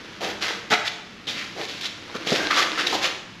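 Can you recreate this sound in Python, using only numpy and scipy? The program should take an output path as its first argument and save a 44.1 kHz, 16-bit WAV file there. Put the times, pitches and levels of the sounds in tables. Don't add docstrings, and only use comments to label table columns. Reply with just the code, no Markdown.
import sys
import numpy as np
from scipy import signal
from scipy.fft import rfft, irfft, next_fast_len
from scipy.io import wavfile
from scipy.ndimage import map_coordinates

SR = 44100
rng = np.random.default_rng(int(sys.argv[2]) if len(sys.argv) > 2 else 0)


def waveform_to_disk(signal):
    frames = np.transpose(np.atleast_2d(signal))
    scaled = np.clip(frames, -1, 1) * 32767
    samples = np.round(scaled).astype(np.int16)
    wavfile.write(sys.argv[1], SR, samples)


N = 149940


def amp(db):
    return 10 ** (np.asarray(db) / 20)


def unit(x):
    return x / np.sqrt(np.mean(x ** 2) + 1e-20)


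def along(points, hz):
    f, v = np.transpose(points)
    return np.interp(np.log(hz + 1), np.log(f + 1), v)


def filtered(x, response):
    size = next_fast_len(N + SR // 2)
    return irfft(rfft(x, size) * response(np.fft.rfftfreq(size, 1 / SR)), size)[..., :N]


def impulse(colour, size=4096):
    cepstrum = irfft(np.log(amp(along(colour, np.fft.rfftfreq(size, 1 / SR)))))
    cepstrum[1:size // 2] *= 2
    cepstrum[size // 2 + 1:] = 0
    return irfft(np.exp(rfft(cepstrum)))


def coloured(x, colour):
    return signal.fftconvolve(x, impulse(colour))[:N]


def wobble(per_s):
    knots = np.arange(N) * per_s / SR
    return unit(map_coordinates(rng.standard_normal(int(knots[-1]) + 2), [knots]))


def uneven(spread_db):
    return amp(spread_db * np.clip(rng.standard_normal(N), -2, 2))


def friction(colour, slips_per_s=2500, hiss_share=0.31):
    slips = (rng.random(N) < slips_per_s / SR) * rng.choice([-1, 1], N) * uneven(spread_db=6.5)
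    drive = np.sqrt(1 - hiss_share) * unit(slips) + np.sqrt(hiss_share) * rng.standard_normal(N)
    return unit(coloured(drive, colour))


# f/Hz, gain/dB
ROOM_COLOUR = [(25, -11), (55, -9), (80, -6.5), (105, 0.5), (140, -2.5), (205, 5.5), (400, -24),
               (900, -12.5), (2800, -10.5), (5000, -17), (8500, -40), (12000, -42), (14000, -55)]

def room_noise(level_db=-45.5, waver_db=1.5, corner_hz=400):
    noise = amp(level_db) * unit(coloured(rng.standard_normal(N), ROOM_COLOUR))
    rumble = filtered(noise, lambda hz: 1 / (1 + (hz / corner_hz) ** 2) ** 2)
    return noise + rumble * (amp(waver_db * wobble(per_s=9.1)) - 1)


# f/Hz, T60/s
ECHO_T60 = [(100, 0.27), (300, 0.61), (800, 0.74), (2000, 0.69), (4500, 0.55), (8000, 0.76), (13000, 0.34)]
# f/Hz, gain/dB
ECHO_COLOUR = [(100, -5.5), (400, -5), (1500, -6.5), (4000, -6), (12000, -7.5)]

def workshop_echo(x, places=6, build_s=0.014):
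    out, position = np.zeros(N), np.linspace(0, places - 1, N)
    for place in range(places):
        hz, t, noise = signal.stft(rng.standard_normal(SR), SR, nperseg=256)
        t60 = along(ECHO_T60, hz)[:, None]
        tail = signal.istft(noise * amp(-60 * t / t60) / np.sqrt(t60), SR, nperseg=256)[1]
        tail *= 1 - np.exp(-np.arange(len(tail)) / SR / build_s)
        crossfade = np.sqrt(np.maximum(1 - abs(position - place), 0))
        out += signal.fftconvolve(x * crossfade, tail / np.linalg.norm(tail))[:N]
    return coloured(out, ECHO_COLOUR)


# t/s, level/dB
RUSTLE_LEVELS = [(0, -42.5), (.6, -45), (1.15, -49), (1.499, -44), (2.05, -43.5), (2.22, -38), (2.4, -30.5),
                 (2.7, -33.5), (2.9, -32), (3.08, -37), (3.2, -51), (3.4, -49)]
# f/Hz, gain/dB
FABRIC_COLOUR = [(40, -26), (130, -27.5), (200, -16), (305, 1), (450, -4.5), (800, -11.5), (1700, -7),
                 (3500, -11), (6000, -18), (8500, -35.5), (12000, -35.5), (14000, -87)]

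def clothing():
    times_s, levels_db = np.transpose(RUSTLE_LEVELS)
    return amp(np.interp(np.arange(N) / SR, times_s, levels_db)) * friction(FABRIC_COLOUR)


# t/s, level/dB
LANDINGS = [(0.208, -37), (0.246, -37), (0.707, -27), (0.723, -24), (1.271, -36), (1.597, -30.5),
            (2.152, -30), (2.27, -25), (2.305, -27.5), (2.32, -12), (2.333, -32)]
# f/Hz, level/dB, T60/s
HEEL_RESONANCES = [(175.7, -12, .08), (221, -1, 0.038), (324, -5.5, 0.055), (433, -5.5, 0.11)]
# f/Hz, gain/dB
HEEL_COLOUR = [(30, -25), (90, -26), (160, 1), (260, 4), (430, -2.5), (650, -12), (1500, -31), (5000, -71)]

def heel_thuds(attack_s=0.00033, burst_t60_s=0.043, burst_db=1, ring_db=2, low_cut_hz=207):
    t, envelope, ring = np.arange(SR // 3) / SR, np.zeros(N + SR), np.zeros(N + SR)
    for start, db in LANDINGS:
        blow = amp(db) * (1 - np.exp(-t / attack_s))
        modes = sum(amp(mode_db + rng.normal(0, 0.67) - 60 * t / t60) * np.sin(2 * np.pi * hz * t)
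                    for hz, mode_db, t60 in HEEL_RESONANCES)
        envelope[round(start * SR):][:len(t)] += blow * amp(-60 * t / burst_t60_s)
        ring[round(start * SR):][:len(t)] += blow * modes
    burst = coloured(envelope[:N] * rng.standard_normal(N), HEEL_COLOUR)
    burst /= np.linalg.norm(impulse(HEEL_COLOUR))
    low_cut = signal.butter(2, low_cut_hz, "highpass", fs=SR, output="sos")
    return signal.sosfilt(low_cut, amp(burst_db) * burst + amp(ring_db) * ring[:N])


# t/s, peak/dB
GRAIN_BREAKS = [(0.4828, -12), (0.7382, -5.5), (0.8796, -8), (1.371, -20), (1.6145, -15), (1.812, -24),
                (1.854, -15), (2.099, -26), (2.4711, -5.5), (2.5112, -9), (2.6276, -10), (2.7185, -13),
                (2.869, -11), (2.9495, -25)]
# f/Hz, gain/dB
CRACK_COLOUR = [(200, -19), (700, 15), (1400, 8), (3800, 19.5), (6000, 0), (8500, -22), (12000, -41),
                (14000, -79)]

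def grain_cracks(crumble_gain=0.067, crumble_t60_s=0.002):
    out, t = np.zeros(N + SR), np.arange(SR // 20) / SR
    for start, db in GRAIN_BREAKS:
        crack = crumble_gain * rng.standard_normal(len(t)) * amp(-60 * t / crumble_t60_s)
        crack[0] = 1
        out[round(start * SR):][:len(t)] += amp(db) * crack
    return coloured(out, CRACK_COLOUR) / np.abs(impulse(CRACK_COLOUR)).max()


# t/s, length/s, f/Hz, Q, level/dB
UNDERFOOT_RESONANCES = [(0.416, .045, 1470, 8, -34), (0.708, .045, 736, 4.6, -23.5),
                        (.716, 0.026, 1345, 6, -19), (.720, 0.041, 2120, 8.7, -23),
                        (.872, 0.012, 3470, 7.1, -30), (1.269, 0.039, 3530, 6.7, -28),
                        (1.275, .13, 237, 3.5, -42.5), (1.355, 0.09, 2180, 3.5, -35),
                        (1.56, 0.061, 432, 7.6, -38), (1.811, 0.053, 3600, 5.1, -35),
                        (2.097, 0.011, 910, 1.6, -39.5), (2.144, 0.023, 470, 7.4, -33.5),
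                        (2.142, 0.033, 1255, 6.7, -32.5), (2.318, .028, 422, 9.8, -24.5),
                        (2.37, 0.12, 1590, 31, -31.5), (2.503, 0.033, 1235, 19, -24.5),
                        (2.549, 0.082, 1190, 8.7, -24), (2.775, 0.037, 1440, 3.9, -25.5),
                        (2.865, 0.018, 3830, 11, -23), (2.924, 0.028, 1030, 4.4, -26.5),
                        (3.027, 0.06, 1200, 21, -33.5), (3.038, .03, 2600, 2.3, -26.5)]

def underfoot_resonances(arch_power=0.4):
    out, t = np.zeros(N + SR), np.arange(SR // 4) / SR
    for start, length, hz, q, db in UNDERFOOT_RESONANCES:
        arch = np.abs(np.sin(np.pi * np.minimum(t / length, 1))) ** arch_power
        drive = signal.lfilter(*signal.iirpeak(hz, 1, SR), rng.standard_normal(len(t)))
        tone = signal.lfilter(*signal.iirpeak(hz, q, SR), drive)
        out[round(start * SR):][:len(t)] += amp(db) * unit(tone * arch) * np.sqrt(np.mean(arch ** 2))
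    return out[:N]


# t/s, rise/s, fall/s, sole/dB, rasp/dB, grit/dB
SLIDES = [ (.206, 0.032, 0.09, -27.5, -35.5, -30.5), (.280, 0.019, 0.043, -42, -38, -35.5),
          (0.409, 0.023, 0.092, -39, -30.5, -27), (0.477, 0.008, 0.095, -40.5, -31.5, -32),
          (.502, 0.0066, 0.011, -32, -39, -44), (.701, 0.028, 0.033, -25.5, -22.5, -22),
          (0.848, .030, 0.022, -55, -32, -27), (1.27, 0.028, 0.059, -42, -38.5, -29.5),
          (1.335, 0.042, 0.13, -48, -39, -34), (1.550, 0.063, .06, -35, -37.5, -37),
          (1.626, 0.015, 0.035, -59, -50, -33.5), (1.682, 0.0073, 0.16, -54, -45, -34.5),
          (1.809, .003, 0.015, -58, -50, -28), (1.828, 0.028, 0.034, -44, -37, -29),
          (2.142, 0.025, 0.0098, -54, -47, -32), (2.26, .016, 0.15, -35, -35, -26.5),
          (2.300, 0.062, 0.046, -38, -28, -26), (2.375, 0.037, 0.052, -32.5, -39, -56),
          (2.503, 0.0066, 0.091, -59, -23.5, -26.5), (2.542, 0.052, 0.052, -31.5, -26, -20.5),
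          (2.619, 0.0088, 0.015, -33, -20.5, -23), (2.770, 0.034, 0.053, -40, -28, -27),
          (2.868, .003, 0.029, -36, -42, -24), (2.895, 0.0074, 0.058, -38, -47, -29),
          (2.920, 0.029, 0.033, -26, -39, -25), (3.016, 0.037, 0.037, -32, -27, -22.5), ]
# f/Hz, gain/dB
SOLE_COLOUR = [(40, -39), (80, -22), (200, -12), (350, -3), (550, -1), (800, -1.5), (1150, -13),
               (2000, -26.5), (6000, -39)]
RASP_COLOUR = [(300, -46.5), (800, -9.5), (1250, 4), (1650, 5), (2100, 6), (2900, -7), (5000, -37.5),
               (12000, -53.5)]
GRIT_COLOUR = [(600, -40.5), (1500, -11), (2300, -2.5), (3500, -0.5), (5000, -5), (6800, -13), (8300, -26),
               (10300, -27.5), (12000, -26.5), (14000, -85)]
SAND_COLOUR = [(2000, -37), (5000, -38), (7000, 21.5), (8500, -12), (12000, 10), (14000, -17)]

def shoe_scuffs(rise_power=0.49, fall_power=1.43, fall_db=15, sand_per_s=300, sand_re_grit_db=-24.5):
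    t, power = np.arange(N) / SR, np.zeros((3, N))
    for start, rise, fall, *levels_db in SLIDES:
        swell = np.clip((t - start) / rise, 0, 1) ** rise_power
        release = amp(-fall_db * np.clip((t - start - rise) / fall, 0, 10) ** fall_power)
        power += (amp(levels_db)[:, None] * swell * release) ** 2
    sole_gain, rasp_gain, grit_gain = np.sqrt(power)
    ticks = (rng.random(N) < sand_per_s / SR) * uneven(spread_db=3)
    sand = amp(sand_re_grit_db) * unit(coloured(ticks, SAND_COLOUR))
    sole = sole_gain * friction(SOLE_COLOUR)
    rasp = rasp_gain * friction(RASP_COLOUR)
    grit = grit_gain * (friction(GRIT_COLOUR) + sand)
    return sole + rasp + grit


# f/Hz, side re mid/dB
SIDE_COLOUR = [(30, -20), (100, -32), (300, -45), (1100, -64), (3000, -64.5), (4800, -48.5), (7000, -23),
               (9500, -20.5), (12000, -4.5)]

def scene(heel_send_db=-2.5):
    scrapes = shoe_scuffs() + underfoot_resonances() + grain_cracks() + clothing()
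    heels = heel_thuds()
    echo = workshop_echo(scrapes + amp(heel_send_db) * heels)
    mid = scrapes + heels + echo + room_noise()
    side = filtered(mid * wobble(per_s=200), lambda hz: amp(along(SIDE_COLOUR, hz)))
    return np.array([mid + side, mid - side])


def record(dry):
    notch_hz, width_hz, top_hz = 9070, 310, 14000
    notch = lambda hz: 1 - np.exp(-((hz - notch_hz) / width_hz) ** 2)
    return filtered(dry, lambda hz: notch(hz) * (hz < top_hz))


dry = scene()
out = record(dry)
waveform_to_disk(out)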